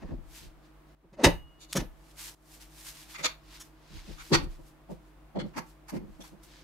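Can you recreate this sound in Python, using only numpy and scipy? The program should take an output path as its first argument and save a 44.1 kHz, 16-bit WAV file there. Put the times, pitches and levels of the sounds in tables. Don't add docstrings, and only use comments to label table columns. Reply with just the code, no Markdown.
import sys
import numpy as np
from scipy import signal
from scipy.fft import rfft, irfft, next_fast_len
from scipy.io import wavfile

SR = 44100
rng = np.random.default_rng(int(sys.argv[2]) if len(sys.argv) > 2 else 0)


def waveform_to_disk(signal):
    frames = np.transpose(np.atleast_2d(signal))
    scaled = np.clip(frames, -1, 1) * 32767
    samples = np.round(scaled).astype(np.int16)
    wavfile.write(sys.argv[1], SR, samples)


N = 292383
TIME = np.arange(N) / SR
SPAN = SR // 2
TOUCH = SR // 4
LEAD_S = .03


def from_db(db):
    return 10 ** (np.asarray(db) / 20)


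def rms_one(x):
    return x / np.sqrt(np.mean(x ** 2) + 1e-20)


def energy_one(pair):
    return pair / np.sqrt(np.sum(pair ** 2, axis=1, keepdims=True) + 1e-20)


def at_hz(points, hz):
    table = np.array(points)
    return np.interp(np.log(hz), np.log(table[:, 0]), table[:, 1])


def band(x, edges_hz, kind="band", order=2):
    edges_hz = np.clip(edges_hz, 10, .45 * SR)
    sos = signal.butter(order, edges_hz, kind, fs=SR, output="sos")
    return signal.sosfilt(sos, x + 1e-18)


def add(out, s, sound):
    i = round(s * SR)
    out[..., max(i, 0):i + sound.shape[-1]] += sound[..., max(-i, 0):N - i]


def stereo(pair, side_db):
    mid, side = pair[0], from_db(side_db) * pair[1]
    polarity = np.array([[1], [-1]])
    return (mid + side * polarity) / np.sqrt(1 + from_db(side_db) ** 2)


def coloured(spectrum):
    size = next_fast_len(N)
    hz = np.maximum(np.fft.rfftfreq(size, 1 / SR), 1)
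    white = rfft(rng.standard_normal((2, size)))
    return rms_one(irfft(white * from_db(at_hz(spectrum, hz)), size)[:, :N])


def noise_bands(size):
    edges = np.geomspace(20, 18000, 21)
    white = rng.standard_normal((2, 2, size))
    bands = []
    for k, (lo, hi) in enumerate(zip(edges, edges[1:])):
        bands.append((np.sqrt(lo * hi), band(white[k % 2], [lo, hi])))
    return bands


def crunch(length, onset, release, per_s, spread_db):
    t = np.arange(TOUCH) / SR - LEAD_S
    rise = 1 + np.tanh(t / (2 * onset))
    fall = 1 + np.tanh((length - t) / (2 * release))
    hits = rng.random(TOUCH) < per_s / SR
    sizes = from_db(spread_db * np.clip(rng.standard_normal(TOUCH), -2, 2))
    signs = rng.choice([-1, 1], (2, TOUCH))
    return rise * fall * hits * sizes * signs


def resonate(force, modes, damping_hz, bare_db):
    ring = 0
    for k, (hz, width, db) in enumerate(modes):
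        r = np.exp(-np.pi * (width + damping_hz) / SR)
        poles = [1, -2 * r * np.cos(2 * np.pi * hz / SR), r * r]
        mode = signal.lfilter([1, 0, -1], poles, force + 1e-18)
        ring = ring + (-1) ** k * from_db(db) * np.sqrt(width) * energy_one(mode)
    return energy_one(ring) + from_db(bare_db) * energy_one(force)


def tilted(level_db, brightness_db, lift_db):
    outer_db = level_db - lift_db
    return [outer_db - brightness_db, level_db, outer_db + brightness_db]


def voiced(pair, length, edges_hz, levels_db):
    total = 0
    for lo, hi, db in zip(edges_hz, edges_hz[1:], levels_db):
        total = total + from_db(db) * energy_one(band(pair, [lo, hi], order=3))
    return np.sqrt(length * SR) * total


# (f/Hz, relative level/dB per Hz)
AIR_SPECTRUM = [(20, -19.5), (48, -1.5), (75, -19.5), (105, -14.5), (150, -17), (210, -15.5), (270, -16),
                (320, -7.5), (400, -19), (700, -18.5), (1100, -20.5), (2500, -31), (6000, -42.5),
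                (16000, -43.5)]
# (f/Hz, tilt of its side level/dB)
AIR_WIDTH = [(60, -9.5), (180, -5), (550, -6), (1650, -3.5), (4970, 0), (15000, -2)]
# (f/Hz, level/dB rms before waver and dips)
HUM_PARTIALS = [(49, -60), (150.3, -67), (313, -68), (651, -77.5)]


def background(air_db=-60.5, side_db=-5, waver=.15, waver_hz=12):
    hum = 0
    for hz, db in HUM_PARTIALS:
        wavering = 1 + waver * rms_one(band(rng.standard_normal(N), waver_hz, "low"))
        tone = np.sin(2 * np.pi * (hz * TIME + rng.random()))
        hum = hum + from_db(db) * np.sqrt(2) * wavering * tone
    side_spectrum = [(hz, db + at_hz(AIR_WIDTH, hz)) for hz, db in AIR_SPECTRUM]
    air = stereo([coloured(AIR_SPECTRUM)[0], coloured(side_spectrum)[0]], side_db)
    return hum + from_db(air_db) * air


# (t/s, depth/dB, recovery time constant/s)
LEVEL_DIPS = [(0.949, 12, 0.29), (2.35, 11, 0.062)]


def dips(steady_db=0.78):
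    lost_db = 0
    for s, depth_db, recovery in LEVEL_DIPS:
        lost_db = lost_db + depth_db * (TIME >= s) * np.exp(-np.abs(TIME - s) / recovery)
    return from_db(steady_db - lost_db)


# (f/Hz, t60/s)
ROOM_DECAY = [(60, 0.47), (250, 0.21), (1000, 0.25), (4000, 0.21), (8000, 0.1), (15000, 0.34)]


def workshop(x, first_echo_s=0.0045, side_db=-2):
    t = TIME[:SPAN]
    tail = sum(noise * from_db(-60 * t / at_hz(ROOM_DECAY, hz)) for hz, noise in noise_bands(SPAN))
    fade_in = np.clip(t / first_echo_s - 1, 0, 1)
    tail = stereo(tail, side_db) * fade_in
    return signal.fftconvolve(x, energy_one(tail), axes=1)[:, :N]


def stroke(s, rise, hold, rise_db=25, fade_db_per_s=284):
    gathering = rise_db * np.maximum(s - TIME, 0) / rise
    resting = fade_db_per_s * np.maximum(TIME - s - hold, 0)
    return -gathering - resting


# (f/Hz, relative level/dB per Hz)
RUB_SPECTRUM = [(530, -32), (900, 0), (1190, -1.5), (1280, -4.5), (1410, 0), (2090, 1.5), (4740, 2),
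                (5280, 1), (14200, -5.5), (16000, -19.5)]
# (t at full speed/s, rise/s, hold/s, rub level/dB before trims, hiss over rub/dB)
# the hand slides down the barrel and lets go; from 2.5 s the stock turns in the grip;
# from 4.5 s the hands shift to fetch the magazine and press it in
GLOVE_STROKES = [ (0, .05, 0.14, -70, -23), (0.358, 0.11, 0.025, -52.5, -0.5),
                 (0.41, .1, 0.041, -56.5, -5.5), (0.652, 0.085, 0.011, -67.5, -11),
                 (0.887, 0.067, 0.025, -74, -9), (2.105, 0.26, 0.0071, -63.5, -1.5),
                 (2.192, 0.044, 0.093, -48, 1.5), (2.547, .17, 0.0039, -56.5, 2.5),
                 (2.615, 0.036, 0.0093, -53, -1.5), (2.797, 0.18, 0.016, -55, 1),
                 (2.87, 0.091, .022, -47, 1.5), (2.955, 0.071, 0.079, -54, -2),
                 (3.104, 0.074, 0.037, -52.5, -2.5), (3.188, 0.062, .03, -55, -2.5),
                 (3.547, 0.15, .015, -51, -8), (3.628, 0.13, .03, -63.5, -0.5),
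                 (3.967, 0.23, 0.031, -53, -11), (4.089, 0.2, 0.044, -54, -9.5),
                 (4.216, 0.13, 0.13, -55, -3), (4.516, 0.079, 0.034, -64, -4.5),
                 (4.68, .2, 0.0088, -67, 1.5), (4.908, 0.029, 0.011, -63, -3.5),
                 (5.079, .2, .01, -74, -2.5), (5.47, .1, .02, -68, -12), (5.681, .1, 0.023, -66.5, 0.5),
                 (6.15, .3, .01, -71.5, -4.5), (6.251, 0.095, .025, -59.5, -0.5),
                 (6.435, 0.017, 0.0092, -61.5, 2.5), (6.512, 0.16, 0.1, -59, -10.5)]


def gloves(grain_db=1.5, grain_hz=350, split_hz=6000, side_db=-3.5, rub_trim_db=-1, hiss_trim_db=-0.44):
    rub_power, hiss_power = 0, 0
    for s, rise, hold, level_db, hiss_db in GLOVE_STROKES:
        power = from_db(np.maximum(level_db + stroke(s, rise, hold), -140)) ** 2
        rub_power = rub_power + power
        hiss_power = hiss_power + power * from_db(hiss_db) ** 2
    grain = from_db(grain_db * rms_one(band(rng.standard_normal(N), grain_hz, "low")))
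    friction = stereo(coloured(RUB_SPECTRUM), side_db) * grain
    rub = rms_one(band(friction, split_hz, "low", order=3))
    hiss = rms_one(band(friction, split_hz, "high", order=3))
    rub = from_db(rub_trim_db) * np.sqrt(rub_power) * rub
    hiss = from_db(hiss_trim_db) * np.sqrt(hiss_power) * hiss
    return rub + hiss


# (f/Hz, width/Hz before grip damping, relative level/dB)
WOOD_MODES = [(26, 6.3, 9), (41.6, 12, 9.5), (77, 54, -4), (126, 49, -2.5), (172, 17, -1.5), (346, 18, 1.5),
              (410, 55, -13.5), (510, 29, 2), (564, 75, -2), (719, 72, -9.5), (743, 28, -10),
              (944, 24, -4.5)]
WOOD_EDGES = [25, 110, 400, 900]
POSITION_COLOUR = {"rocking": (3.3, -2.7), "upright": (6.3, -29.5), "landing": (8.7, -5.5),
                   "inverted": (12.5, -0.18)}
# (t/s, length/s, bending f/Hz, position, middle level/dB before the wood trim, brightness/dB)
WOOD_KNOCKS = [ (.015, 0.04, 163, "rocking", -43, -4.5), (0.09, 0.053, 246, "rocking", -39.5, -6),
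               (0.178, 0.014, 237, "rocking", -49.5, -10.5), (0.41, .054, 116, "rocking", -57, -10.5),
               (1.032, 0.028, 339, "upright", -59.5, -1.5), (1.122, 0.02, 142, "upright", -54, 2),
               (1.167, 0.012, 150, "upright", -54, 3.5), (1.185, 0.028, 222, "upright", -41.5, 11),
               (1.236, 0.017, 346, "upright", -16, -1), (1.246, 0.01, 134.2, "upright", -20.5, 1),
               (1.264, 0.017, 294, "upright", -22.5, 7), (1.753, 0.019, 175, "upright", -27.5, 3),
               (1.77, 0.011, 108, "upright", -31.5, -2), (1.785, 0.054, 176, "upright", -41.5, -1),
               (3.183, 0.054, 155, "rocking", -53, 4), (3.239, 0.013, 295, "rocking", -43, 10.5),
               (3.899, 0.083, 183, "rocking", -55, -12.5), (4.074, 0.042, 203, "rocking", -46, -6),
               (4.315, 0.012, 342, "landing", -19, 1.5), (4.327, 0.022, 334, "landing", -22.5, -2.5),
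               (4.379, 0.065, 272, "rocking", -41, -5.5), (4.457, 0.0091, 139, "rocking", -40.5, -11),
               (4.577, 0.024, 327, "rocking", -52, -3), (4.892, 0.04, 181.4, "inverted", -41, 8.5),
               (5.354, 0.031, 184, "inverted", -32, 10), (5.387, 0.082, 191, "inverted", -38.5, 2.5),
               (5.557, 0.043, 229, "inverted", -39, 5.5), (5.926, 0.046, 236, "inverted", -33.5, 3),
               (5.997, .051, 214, "inverted", -45.5, -1), (6.054, 0.048, 199, "inverted", -51, -11.5),
               (6.192, 0.018, 190, "inverted", -46, 7), (6.313, 0.036, 190, "inverted", -51.5, 4.5)]


def wood(per_s=2500, spread_db=3, onset_s=0.0038, release_s=0.0036, push_share=0.94,
         grip_hz=3, bare_db=3, bend_width_hz=30, bend_db=2):
    out = np.zeros((2, N))
    for s, length, bend_hz, position, level_db, brightness_db in WOOD_KNOCKS:
        lift_db, side_db = POSITION_COLOUR[position]
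        levels_db = tilted(level_db, brightness_db, lift_db)
        force = crunch(push_share * length, onset_s, release_s, per_s, spread_db)
        modes = [*WOOD_MODES, (bend_hz, bend_width_hz, bend_db)]
        ringing = resonate(force, modes, grip_hz, bare_db)
        sound = voiced(ringing, length, WOOD_EDGES, levels_db)
        add(out, s - LEAD_S, stereo(sound, side_db))
    return out


# (f/Hz, starting level/dB, t60/s)
RING_MODES = [ (2885, -51, 1.25), (2649, -51, .3), (4050, -59, .28), (4120, -40, 0.11), (6406, -49, 0.27)]


def barrel_ring(drop_s=1.245):
    age = np.maximum(TIME - drop_s, 0)
    ring = 0
    for hz, db, t60 in RING_MODES:
        ring = ring + from_db(db - 60 * age / t60) * np.sin(2 * np.pi * hz * age)
    return ring


# (t/s, peak level/dB)
TANG_SNAPS = [(1.7278, -18), (1.731, -12.5)]


def snaps(t60=0.00086, low_hz=2500, high_hz=12000):
    out, t = np.zeros(N), TIME[:SPAN]
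    for s, db in TANG_SNAPS:
        burst = rng.standard_normal(SPAN) * from_db(-60 * t / t60)
        tick = band(burst, [low_hz, high_hz], order=1)
        add(out, s, from_db(db) * tick / np.abs(tick).max())
    return out


STEEL_MODES = { "barrel": [(798, 47, -1.5), (1570, 7, -10), (1699, 60, -10), (2020, 170, -7.5),
               (2607, 100, -10), (2993, 12, 1.5), (3800, 290, -13.5), (4170, 24, -13), (4200, 31, -8.5),
               (4970, 46, -3.5), (5600, 26, -19), (5100, 29, -14.5), (6100, 170, -14), (7040, 63, -8.5),
               (8750, 97, -18), (7760, 110, -13.5), (8500, 27, -19.5), (9000, 29, -26), (11600, 39, -15),
               (10600, 150, -37.5), (10900, 29, -25), (12500, 44, -18)], "tang": [(1290, 12, -16),
               (1775, 14, -8.5), (3090, 46, -14), (3515, 81, -10), (4130, 120, -20), (4560, 29, -9),
               (5580, 230, -10), (6420, 91, -8), (6730, 16, -4.5), (7060, 110, -14), (7930, 48, -21.5),
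               (8650, 56, -18)], "receiver": [(1230, 55, -16), (1960, 32, -6), (2050, 85, -10.5),
               (2466, 120, -11.5), (2740, 14, -9), (3590, 100, -6), (4190, 31, -6.5), (4520, 32, -3.5),
               (4800, 120, -15), (5560, 150, -12), (6190, 19, -64), (6620, 18, -78), (6910, 150, -12.5),
               (8800, 37, -21), (9200, 33, -43), (9850, 55, -35)], "action": [(800, 110, -7),
               (1450, 5, 9.5), (1860, 9, -1), (2330, 9.7, 5.5), (2620, 180, -12.5), (3070, 29, 3),
               (3420, 230, -5), (4020, 62, -10), (4200, 19, -56.5), (4480, 110, 7.5), (5000, 40, -29),
               (6050, 11, -39.5), (5840, 140, -2.5), (6270, 26, 3.5), (7480, 58, -7), (7820, 66, -30.5),
               (8400, 32, -40), (8600, 53, -13), (9100, 33, -55.5), (9380, 27, -39.5)],
               "magazine": [(820, 40, -6), (1340, 31, 0.5), (2060, 55, -6), (2990, 52, 1), (3430, 41, 5.5),
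               (3420, 20, -3.5), (4290, 120, 0.5), (5160, 35, -23), (8270, 44, -31), (8720, 64, -29)],
               "floorplate": [(835, 83, -9.5), (1097, 44, -3.5), (1192, 81, -11.5), (1700, 54, -9),
               (2210, 36, -38), (3340, 83, -49), (4610, 390, -8), (5900, 230, -5.5), (6550, 180, -12),
               (7500, 210, -10), (9330, 500, -44), (10920, 300, -44), (11940, 1100, -20)],
               "guard": [(2580, 120, -35), (3430, 40, 4), (4360, 51, -21.5), (5750, 40, 2.5),
               (11140, 110, -0.5)]}
STEEL_EDGES = [800, 2500, 8000, 16000]
CONTACT_COLOUR = {"barrel": (4.3, -7.5), "tang": (4.3, -18), "receiver": (10.2, 0.33), "action": (9.4, 0),
                  "magazine": (11, 1.8), "floorplate": (0.5, -.5), "guard": (8.6, 0.37)}
# (t/s, length/s, onset/s, part, middle level/dB before the steel trim, brightness/dB)
# the barrel drops into the stock and is pressed home; from 3.1 s the rifle is turned over
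# and laid down; from 5.3 s the magazine goes in and is seated
STEEL_CONTACTS = [ (0.015, 0.021, 0.009, "barrel", -67.5, -15), (0.078, 0.039, 0.018, "barrel", -79, -23.5),
                  (1.129, 0.025, .001, "barrel", -70.5, -8), (1.199, 0.11, .011, "barrel", -56, -12),
                  (1.2392, 0.02, .0018, "barrel", -21, -6), (1.25, .026, .0028, "barrel", -33.5, -7.5),
                  (1.606, 0.046, 0.0055, "receiver", -55.5, 3.5), (1.694, 0.043, .005, "receiver", -57, 4),
                  (1.733, 0.0057, 0.00091, "tang", -44, 4), (1.786, 0.027, .002, "barrel", -48, -6.5),
                  (1.754, 0.016, 0.00079, "tang", -39, -2.5), (1.7655, 0.013, .0009, "tang", -32, -1),
                  (3.145, 0.022, 0.0021, "receiver", -49.5, -14.5),
                  (3.182, 0.033, .0005, "receiver", -53, -17.5), (3.242, .025, 0.0048, "receiver", -27, -6),
                  (3.6, 0.025, .0019, "tang", -50.5, 2.5), (4.192, 0.03, 0.012, "receiver", -53.5, -14),
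                  (4.332, 0.027, 0.0044, "action", -23.5, -9), (4.36, .013, .0065, "action", -57, 3.5),
                  (4.428, 0.022, 0.0065, "action", -59, 5), (5.357, 0.021, .0028, "magazine", -60, -16),
                  (5.39, 0.03, 0.002, "magazine", -47.5, -13),
                  (5.536, 0.027, 0.0017, "floorplate", -68, -13.5),
                  (5.566, 0.03, 0.0032, "floorplate", -45.5, -8),
                  (5.887, 0.021, 0.0043, "floorplate", -51, -3),
                  (5.935, 0.045, .015, "floorplate", -58.5, -6.5),
                  (6.205, .022, 0.0015, "guard", -53, -1.5),
                  (6.234, 0.026, 0.0032, "floorplate", -60.5, -4.5)]


def steel(per_s=4500, spread_db=2.0, release_s=.0025, grip_hz=55, slide_hz_per_s=18000,
          crack_db=-3, contact_hz=10000):
    out = np.zeros((2, N))
    for s, length, onset, part, level_db, brightness_db in STEEL_CONTACTS:
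        lift_db, side_db = CONTACT_COLOUR[part]
        levels_db = tilted(level_db, brightness_db, lift_db)
        force = crunch(length, onset, release_s, per_s, spread_db)
        damping_hz = grip_hz + slide_hz_per_s * onset
        ringing = resonate(force, STEEL_MODES[part], damping_hz, crack_db)
        softened = band(ringing, contact_hz, "low")
        sound = voiced(softened, length, STEEL_EDGES, levels_db)
        add(out, s - LEAD_S, stereo(sound, side_db))
    return out


def scene(steel_db=2.0, wood_db=1.14, steel_room_db=-10, wood_room_db=-12):
    quiet = dips() * (background() + gloves())
    knocks = from_db(wood_db) * wood()
    metal = from_db(steel_db) * steel() + snaps()
    room = workshop(from_db(steel_room_db) * metal + from_db(wood_room_db) * knocks)
    return quiet + room + knocks + barrel_ring() + metal


def record(dry, cutoff_hz=15700):
    sos = signal.ellip(10, .2, 80, cutoff_hz, fs=SR, output="sos")
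    return signal.sosfilt(sos, dry)


dry = scene()
out = record(dry)
waveform_to_disk(out)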